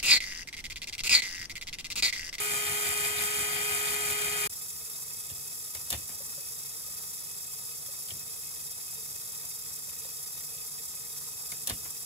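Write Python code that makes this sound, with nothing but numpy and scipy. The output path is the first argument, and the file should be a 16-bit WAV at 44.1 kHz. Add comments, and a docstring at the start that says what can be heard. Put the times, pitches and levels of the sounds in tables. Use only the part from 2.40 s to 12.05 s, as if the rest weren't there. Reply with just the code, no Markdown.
"""A plastic-brick marble run, close up. First a small electric motor whines as summed shaft overtones, while
brush and gear noise swells with a load that peaks once a turn. After a brief gap comes the quieter chain lift:
noise shaped by link and ramp resonances, with a far motor's hum. Now and then a rider on the chain bumps the
track. Twice, during the lift, it pushes a lever aside, which drops back with a double click: contact noise
and decaying modes of the arm, frame and table."""
import sys
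import numpy as np
from scipy import signal
from scipy.fft import rfft, irfft, next_fast_len
from scipy.io import wavfile
from scipy.ndimage import uniform_filter1d, map_coordinates

SR = 44100
rng = np.random.default_rng(int(sys.argv[2]) if len(sys.argv) > 2 else 0)


def file_out(sig):
    """Save sig as 16-bit WAV at sys.argv[1]."""
    # one column per channel
    cols = np.atleast_2d(sig).T
    # limit, then scale
    lim = np.clip(cols, -1, 1)
    pcm = np.round(lim * 32767).astype(np.int16)
    wavfile.write(sys.argv[1], SR, pcm)


N = 425561
TIME = np.arange(N) / SR

GEAR_END_S, LIFT_START_S = 2.076, 2.095
GIVE_S = 0.0014  # loose plastic parts give a little, so a blow builds up briefly
# rumble spectrum of the tabletop: (frequency [Hz], relative density [dB per Hz])
TABLE_RUMBLE = [(15, -66), (30, -20), (45, -17), (70, 1.5), (115, -3.5), (155, -1), (200, -9.5),
                (330, -13.5), (700, -20), (2000, -102)]
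# modes of the tabletop under a blow: (frequency [Hz], width [Hz], relative level [dB])
TABLETOP_MODES = [(69, 23, -1), (99, 21, 8.5), (162, 55, -2.5), (290, 170, -10)]
# gearbox resonances: (frequency [Hz], width [Hz], relative level [dB])
GEARBOX_MODES = [(735, 70, -8), (1734, 170, -4), (2060, 110, 0), (2432, 88, 4.5), (3130, 230, -7),
                 (3640, 78, -15), (4450, 120, -9), (4870, 170, -4)]
# spectrum of a snapping or scraping contact: (frequency [Hz], relative density [dB per Hz])
SNAP_COLOUR = [(800, -32), (2500, -42), (3600, 5.5), (6000, 7.5), (9000, 11), (12000, 11.5), (15500, 4)]


def amp(db):
    """Decibels to gain."""
    return 10 ** (np.asarray(db) / 20)


def unit(x):
    """Scale to rms 1."""
    return x / np.sqrt(np.mean(x ** 2) + 1e-20)


def along(points, hz):
    """Interpolation of (frequency [Hz], value) points on a logarithmic frequency axis."""
    f, v = np.transpose(points)
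    return np.interp(np.log(hz + 1), np.log(f + 1), v)


def wobble(rate):
    """Band-limited fluctuation: a spline through random knots, rate knots a second."""
    knots = rng.standard_normal(int(N * rate / SR) + 4)
    return map_coordinates(knots, [TIME * rate])


def filtered(x, response):
    """Linear filtering: the spectrum of x times a complex response of frequency."""
    size = next_fast_len(N + SR // 4)
    hz = np.fft.rfftfreq(size, 1 / SR)
    return irfft(rfft(x, size) * response(hz), size)[..., :N]


def colour(points):
    """Spectral shaping: the response of a (frequency [Hz], level [dB]) spectrum."""
    return lambda hz: amp(along(points, hz))


def body(modes):
    """Modal superposition: the summed response of damped resonances of alternating sign."""
    def response(f):
        total = 0
        for k, (centre, width, db) in enumerate(modes):
            resonance = 1j * f * width / (centre * centre - f * f + 1j * f * width)
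            total = total + (-1) ** k * amp(db) * resonance
        return total
    return response


def arrival(hz):
    """Interaural-style delay as phase: bass in step, middle range first at left, treble first at right."""
    midrange_lead_s, treble_lag_s = .00056, .000295  # of the left microphone against the right one
    bass_hz, treble_hz = 1844, 2919  # edges of the middle range
    midrange = midrange_lead_s * (1 - np.exp(-(hz / bass_hz) ** 2))
    lead_s = np.where(hz < treble_hz, midrange, -treble_lag_s)
    return 2 * np.pi * hz * lead_s * np.array([[.5], [-.5]])


def friction(force, response):
    """Partly coherent stereo noise driven by a force through a response; a force of 1 gives rms 1."""
    # sound common to both microphones: (frequency [Hz], share of the power [0 to 1])
    direct = [(200, .98), (600, .88), (1400, .5), (3000, .45), (6500, .4), (8300, .9), (15000, .9)]
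    size = next_fast_len(N + SR // 4)
    hz = np.fft.rfftfreq(size, 1 / SR)
    noise = rfft(rng.standard_normal((3, N)) * force, size)
    share, gain = along(direct, hz), response(hz)
    # direct sound reaches both microphones, scattered sound differs between them
    common = np.sqrt(share) * np.exp(1j * arrival(hz)) * noise[0]
    scattered = np.sqrt(1 - share) * noise[1:]
    return irfft((common + scattered) * gain, size)[:, :N] / np.sqrt(np.mean(np.abs(gain) ** 2))


def tone(angle, hz):
    """Simple harmonic motion: a stereo sine of rms 1."""
    return np.sqrt(2) * np.sin(angle + arrival(hz))


def decays(times, sizes, t60):
    """Exponential energy decay: sudden rises that fall 60 dB in t60 seconds, added as power."""
    samples = np.clip(np.round(times * SR).astype(int), 0, N)
    kicks = np.bincount(samples, sizes ** 2, N + 1)[:N]
    return np.sqrt(signal.lfilter([1], [1, -amp(-120 / (t60 * SR))], kicks))


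def blows(times, db, t60):
    """Compliant contact: the force of plastic parts builds up briefly and dies away."""
    force = decays(times + GIVE_S / 2, amp(db), t60)
    return uniform_filter1d(force, max(1, round(GIVE_S * SR)))


def ringing(times, db, modes, vary_db=2, detune=.008):
    """Free modal decay after a blow, a little different in strength and pitch each time."""
    out, t = np.zeros((2, N + SR)), np.arange(SR // 8) / SR
    hz, width, level = np.transpose(modes)
    share = amp(level) * width / np.linalg.norm(amp(level) * width)
    chances = rng.standard_normal((len(times), len(modes), 2))
    for s, peak, chance in zip(times, db, chances):
        ring = 0
        for f, w, g, (a, b) in zip(hz, width, share, chance):
            decay = g * amp(vary_db * a) * np.exp(-np.pi * w * t)
            ring = ring + decay * tone(2 * np.pi * f * (1 + detune * b) * t, f)
        out[:, round(s * SR):][:, :len(t)] += amp(peak) * ring * np.minimum(t / GIVE_S, 1)
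    return out[:, :N]


def link_jostle(hz, scatter_db, late, t60):
    """Irregular impacts: links knock one after another, each a little off time and of its own strength."""
    order = np.arange(int(hz * N / SR))
    delay, strength = rng.uniform(-0.83, 1, (len(order), 2)).T
    return unit(decays(order / hz + late * delay, amp(scatter_db * strength), t60))


def chain_lift():
    """Amplitude modulation: sprockets tug the chain, links chatter, the ramp resonates, a far motor hums."""
    # even tooth beats of the lift's wheels: (rate [Hz], swing of the tug [dB])
    sprockets = [(17.9, .8), (20.3, .4), (29.4, .52), (35.8, .15), (70.1, .22), (88, .38), (108.5, .34)]
    # spectra of chattering link pins and sliding links: (frequency [Hz], relative density [dB per Hz])
    pin_colour, rub_colour = [(2000, -45), (4100, -15), (5000, -4.5), (6600, -4.5), (8600, .5), (10400, 0),
                              (13000, -.5), (15500, -5)], [(150, -0.5), (320, -6.5), (450, -4), (900, 1.5),
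                                                  (1300, 3.5), (1650, -0.5), (2200, -11), (3000, -11),
                                                  (5000, 3), (9000, -74)]
    # resonances of links, ramp, its loose side rail and the cavity under it:
    # (frequency [Hz], width [Hz], relative level [dB])
    link_modes, ramp_modes = [(5077, 76, 4.5), (5466, 68, 4.5), (6005, 110, 2.5), (6260, 36, 2),
                              (6890, 39, 0.5), (7190, 43, 2.5), (7600, 340, 6), (9580, 120, -3),
                              (10530, 57, 8.5), (12900, 190, 1), (13600, 200, -2)], [(448.5, 25.3, -9), (1246, 15, -7.5), (1877, 44, -10.5),
                                             (2183, 38, -12), (3290, 30, -13), (3475, 40, -11.5),
                                             (3760, 36, -5.5), (4670, 177, -11.5)]
    rail_modes, hollow_modes = [(2560, 70, 0), (3430, 150, -8)], [(550, 39, 0)]
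    # slack links tap the ramp: (time [s], relative peak [dB])
    link_knocks = [(3.801, -45.5), (3.976, -44.5), (4.48, -46), (4.82, -50), (5.485, -45), (7.482, -48),
                   (7.649, -41), (8.15, -49)]
    # lines of the far motor: (frequency [Hz], mean level [dB])
    hum_lines = [(145.3, -68), (452.2, -76), (678.3, -80), (748.3, -80), (866, -81), (1217, -81)]

    # the jerking chain makes the motor's speed waver, which blurs its higher lines
    turning = TIME + np.cumsum(.011 * wobble(90) + .005 * wobble(8)) / SR
    tug_db = sum(db * np.cos(2 * np.pi * (hz * turning + rng.random())) for hz, db in sprockets)
    tug = unit(amp(tug_db))
    force = unit(tug * amp(1.08 * wobble(130) + 0.63 * wobble(900)))
    hiss = amp(-39.2) * friction(force, colour(pin_colour))
    links = amp(-44) * friction(force, body(link_modes))
    rub_force = unit(tug * amp(1.8 * wobble(120) + 0.9 * wobble(20)))
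    rub = amp(-58) * friction(rub_force, colour(rub_colour))

    # links jostle against the ramp at uneven times and strengths
    jostle = link_jostle(hz=75, scatter_db=5, late=.012, t60=.05)
    shaking = unit(np.sqrt(tug * (jostle ** 2 + .8)))
    rail = amp(-61.0) * friction(unit(shaking * amp(1.5 * wobble(22))), body(rail_modes))
    ramp = amp(-56.5) * friction(shaking, body(ramp_modes)) + rail

    times, peak = np.transpose(link_knocks)
    knocks = friction(decays(times, amp(peak - 6), t60=0.049), body(hollow_modes))
    hum = sum(amp(db + 1.33 * wobble(10)) * tone(2 * np.pi * hz * turning, hz) for hz, db in hum_lines)
    rumble = amp(-63) * friction(amp(0.51 * wobble(10.0)), colour(TABLE_RUMBLE))
    opposed = amp([[-.3], [.3]])  # small level difference between left and right [dB]
    return (hiss + links + rub + ramp) * opposed + knocks + hum + rumble


def rasps(shaft):
    """Stick-slip: teeth that catch grate for a moment, in one burst per turn of the motor shaft."""
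    # the teeth catch and rasp: (time [s], relative gearbox level [dB], relative grit level [dB])
    catches = [(.272, -38, -40), (.468, -35, -41), (.645, -34, -42), (.785, -41, -36.5), (.812, -36, -50),
               (1.17, -35, -46), (1.322, -40, -51), (1.478, -46, -40), (1.828, -44, -42), (2.035, -38, -50)]
    # ringing of the gear wheels: (frequency [Hz], width [Hz], relative level [dB])
    grit_modes = [(2370, 250, -6), (3590, 360, 1), (4350, 270, -4), (4900, 300, -23)]
    catch_s = 0.012  # standard deviation of the bell-shaped swell
    times, box_db, grit_db = np.transpose(catches)

    def swell(levels):
        """Gaussian envelope of the catches."""
        total = 0
        for s, db in zip(times, levels):
            total = total + amp(db) * np.exp(-np.minimum(((TIME - s) / catch_s) ** 2 / 2, 20))
        return total

    bursts = unit(amp(-3.0 * np.cos(shaft) + 1.1 * wobble(140)))
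    box = friction(bursts * swell(box_db), body(GEARBOX_MODES)) * amp([[1.8], [-1.8]])
    return amp(-1.5) * (box + friction(bursts * swell(grit_db), body(grit_modes)))


def buzz(shaft):
    """Periodic impulse excitation: the pinion ticks once a turn, which gives a fine, dense buzz."""
    # ringing of the motor's pinion: (frequency [Hz], width [Hz], relative level [dB])
    pinion_modes = [(3600, 320, 0), (4450, 200, 1), (4940, 250, 7), (5940, 370, -8)]
    ticks = np.diff(np.floor(shaft / (2 * np.pi)), prepend=0) > 0
    uneven_ticks = ticks * amp(2.6 * wobble(140))
    ring = filtered(uneven_ticks, lambda hz: body(pinion_modes)(hz) * np.exp(1j * arrival(hz)))
    return amp(-53) * unit(ring)


def gear_train(turn_s=.1735, heaviest_s=0.13, sag=0.0038):
    """Load modulation: a three-pole motor's gears bind once a turn; speed sags and the teeth rub harder."""
    # mean speed of the motor shaft: (time [s], rate [Hz])
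    shaft_speed = [(0, 138.3), (.6, 138.7), (1.0, 139), (2.05, 138.5)]
    # overtones of the motor: (multiple of the shaft speed, relative level [dB])
    overtones = [(2, -65.5), (3, -46.5), (5, -61), (6, -56.5), (7, -61.5), (9, -47), (11, -45), (12, -83),
                 (13, -57), (14, -47), (15, -53), (16, -51), (17, -60.5), (18, -58), (21, -45), (22, -56),
                 (23, -49), (26, -58), (27, -69), (31, -54), (32, -58), (35, -72)]
    # spectra of scraping brushes and sliding teeth: (frequency [Hz], relative density [dB per Hz])
    brush_colour, rub_colour = [(1000, -60), (4500, -15.5), (6000, -9.5), (7300, -3.5), (8600, 1),
                                (9100, -4), (9900, -3.5), (10400, -9), (11500, -4.5), (13500, -7),
                                (15500, -18)], [(250, -13.5), (450, -6.5), (750, -0.5), (1000, -4),
                                                    (1400, 6.5), (2300, -0.5), (2700, -1.5), (3700, 4),
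                                                    (5500, -9), (9000, -43)]

    load = np.cos(2 * np.pi * (TIME - heaviest_s) / turn_s)
    mean_speed = np.interp(TIME, *np.transpose(shaft_speed))
    speed = mean_speed * (1 - sag * load + 0.001473 * wobble(25.4))
    shaft = 2 * np.pi * np.cumsum(speed) / SR

    # two gear pairs add tooth rates that are no whole multiples of the shaft speed
    lines = [(round(k), db) for k, db in overtones] + [(17.72, -46), (1.115, -62.5)]
    backlash = 0.014 * wobble(150)  # radians of shaft angle; shakes the high lines most
    whine = 0
    for k, db in lines:
        level = amp(db + (1.33 + 0.05 * k) * wobble(90))
        angle = k * (shaft + backlash + 0.02 * wobble(110))
        whine = whine + level * tone(angle, k * speed.mean())

    # the brushes scrape hardest around each of the three commutator gaps
    poles = np.cos(3 * shaft) + .4 * np.sin(2 * shaft)
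    scrape_db = 1.0 * poles + 0.39 * np.cos(shaft) + 0.77 * load
    brushes = unit(amp(scrape_db + 1.1 * wobble(300) + 0.67 * wobble(25.33)))
    hiss = amp(-31.4) * friction(brushes, colour(brush_colour))

    mesh_db = 0.9 * load + 1.1 * np.cos(shaft) + 0.91 * poles
    mesh = unit(amp(mesh_db + 1.3 * wobble(220) + .7 * wobble(31.8)))
    rub = amp(-42) * friction(unit(brushes * amp(0.71 * wobble(200))), colour(rub_colour))
    box = amp(-39.0) * friction(mesh, body(GEARBOX_MODES)) * amp([[1.8], [-1.8]])
    rumble = amp(-53) * friction(unit(amp(3.3 * load)), colour(TABLE_RUMBLE))
    whine = whine * amp([[.8], [-.8]])  # a little louder at left [dB]
    return whine + hiss + rub + box + rasps(shaft) + buzz(shaft + backlash / 2) + rumble


def frame_knocks(times, db, thud_db, shake_db):
    """Structure-borne sound: blows ring and rattle the frame, then thud into the table and shake it."""
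    # ringing of the brick frame: (frequency [Hz], width [Hz], relative level [dB])
    frame_modes = [(530, 58, -1.5), (687, 55, -1.5), (1120, 180, -7.5), (1450, 58, -12), (1820, 130, 1.5),
                   (2110, 120, -11), (2750, 260, 6), (3560, 320, 7.5), (4480, 230, 6.5), (5700, 980, -14)]
    thud_late_s = 0.01564  # a blow reaches the table this much later
    rattle_hz = 1700  # the rattle is dulled above this

    ring = ringing(times, db + 9, frame_modes)
    crack = friction(blows(times, db + 2, t60=.014), body(frame_modes))
    rattle_force = blows(times, db - 4, t60=0.13)
    rattle = friction(rattle_force, lambda hz: body(frame_modes)(hz) / (1 + 1j * hz / rattle_hz))
    late = times + thud_late_s
    pushes = np.bincount(np.round(late * SR).astype(int), amp(thud_db), N)[:N]
    thud = filtered(pushes, body(TABLETOP_MODES))
    shake = friction(decays(late, amp(thud_db + shake_db), t60=0.41), colour(TABLE_RUMBLE))
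    return ring + crack + rattle + thud + shake


def rider():
    """Impact and sliding friction: the rider scrapes along the track, clinks against it, knocks the frame."""
    # bumps against the track on its way round:
    # (time [s], frame [dB], own ring [dB], scrape [dB], table thud [dB]), all relative levels
    bumps = [(2.8995, -44, -52, -46, -3), (3.716, -62, -55, -52, -9), (5.675, -66, -62, -38, -25),
             (5.683, -54, -47, -38, -18), (5.7036, -47, -34, -52, -1)]
    # ringing of the rider: (frequency [Hz], width [Hz], relative level [dB])
    rider_modes = [(2280, 250, -16), (2700, 130, -15), (3170, 240, -7)]
    times, frame, own, scrape, thud = np.transpose(bumps)
    clink = friction(blows(times, own, t60=.055), body(rider_modes))
    rub = friction(blows(times, scrape, t60=.07), colour(SNAP_COLOUR))
    return clink + rub + frame_knocks(times, frame, thud, shake_db=-50)


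def lever():
    """Impact excitation: each contact of the falling lever snaps, rings the arm and knocks the frame."""
    # it falls back behind a passing rider:
    # (time of first strike [s], reference level [dB], delay until it settles [s])
    passes = [(3.5026, -14, .188), (9.272, -13.5, .179)]
    # contacts of every pass: scrapes over the rider, slips off it, strikes its stop, chatters against it,
    # rocks over, seats with its full weight, bounces once: (time from first strike [s], snap [dB],
    # frame [dB], arm [dB], soft knock [dB], table thud [dB]), levels relative to the pass
    cycle = [(-.1545, -15.5, -47, -47, -47, -12), (-.1515, -18, -33, -25, -31, 6),
             (0, -6.5, -24, -50, -38, 13.5), (.0052, -13, -26, -47, -33.5, 6),
             (.0175, -17, -27, -47, -30, 0), (0.0242, -8, -16, -45, -26.5, 14.5),
             (.034, -29, -28, -26, -23, 10)]
    # ringing of the lever arm, and of the baseplate as the lever seats:
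    # (frequency [Hz], width [Hz], relative level [dB])
    arm_modes, plate_modes = [(1230, 200, 1), (2160, 67, 15)], [(134, 14, -7), (207, 10, 3), (297, 30, -3), (376, 39, 0)]
    # spectrum of a soft contact: (frequency [Hz], relative density [dB per Hz])
    dull_colour = [(120, -0.5), (400, -12), (1200, -8.5), (2400, -7.5), (5000, -33)]
    # delays after the first strike; levels against the pass
    seat_s, plate_db = .036, -33.5
    thump_s, thump_db = .046, -22.5
    settle_db = -33.5  # the last soft knock

    contacts = []
    for s, db, _ in passes:
        for after, *levels in cycle:
            contacts.append((s + after, *(db + np.array(levels))))
    times, snap, frame, arm, soft, thud = np.transpose(contacts)
    start, peak, settle = np.transpose(passes)

    click = friction(blows(times, snap, t60=0.026), colour(SNAP_COLOUR))
    settling = blows(start + settle, peak + settle_db, t60=0.17)
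    knock = friction(blows(times, soft, t60=0.1) + settling, colour(dull_colour))
    plate = ringing(start + seat_s, peak + plate_db, plate_modes)
    # the two lowest table modes answer the seated lever
    thump = ringing(start + thump_s, peak + thump_db, TABLETOP_MODES[:2])
    arm_ring = ringing(times, arm, arm_modes)
    return click + arm_ring + knock + plate + thump + frame_knocks(times, frame, thud, shake_db=-50.5)


def scene():
    """Superposition: the gear-train scene ends; after a brief gap the scene changes to the lift, with rider and
    lever."""
    first = np.clip((GEAR_END_S - TIME) / .002, 0, 1)
    second = np.clip((TIME - LIFT_START_S) / .001, 0, 1)
    return first * gear_train() + second * chain_lift() + lever() + rider()


def record(dry, low_cut_hz=45, top_hz=15750):
    """Band limitation: a high-pass thins the deep bass and nothing at or above the top frequency is kept."""
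    high_pass = signal.butter(4, low_cut_hz, "highpass", fs=SR, output="sos")
    thinned = signal.sosfilt(high_pass, dry)
    return filtered(thinned, lambda hz: hz < top_hz)


dry = scene()
out = record(dry)
file_out(out)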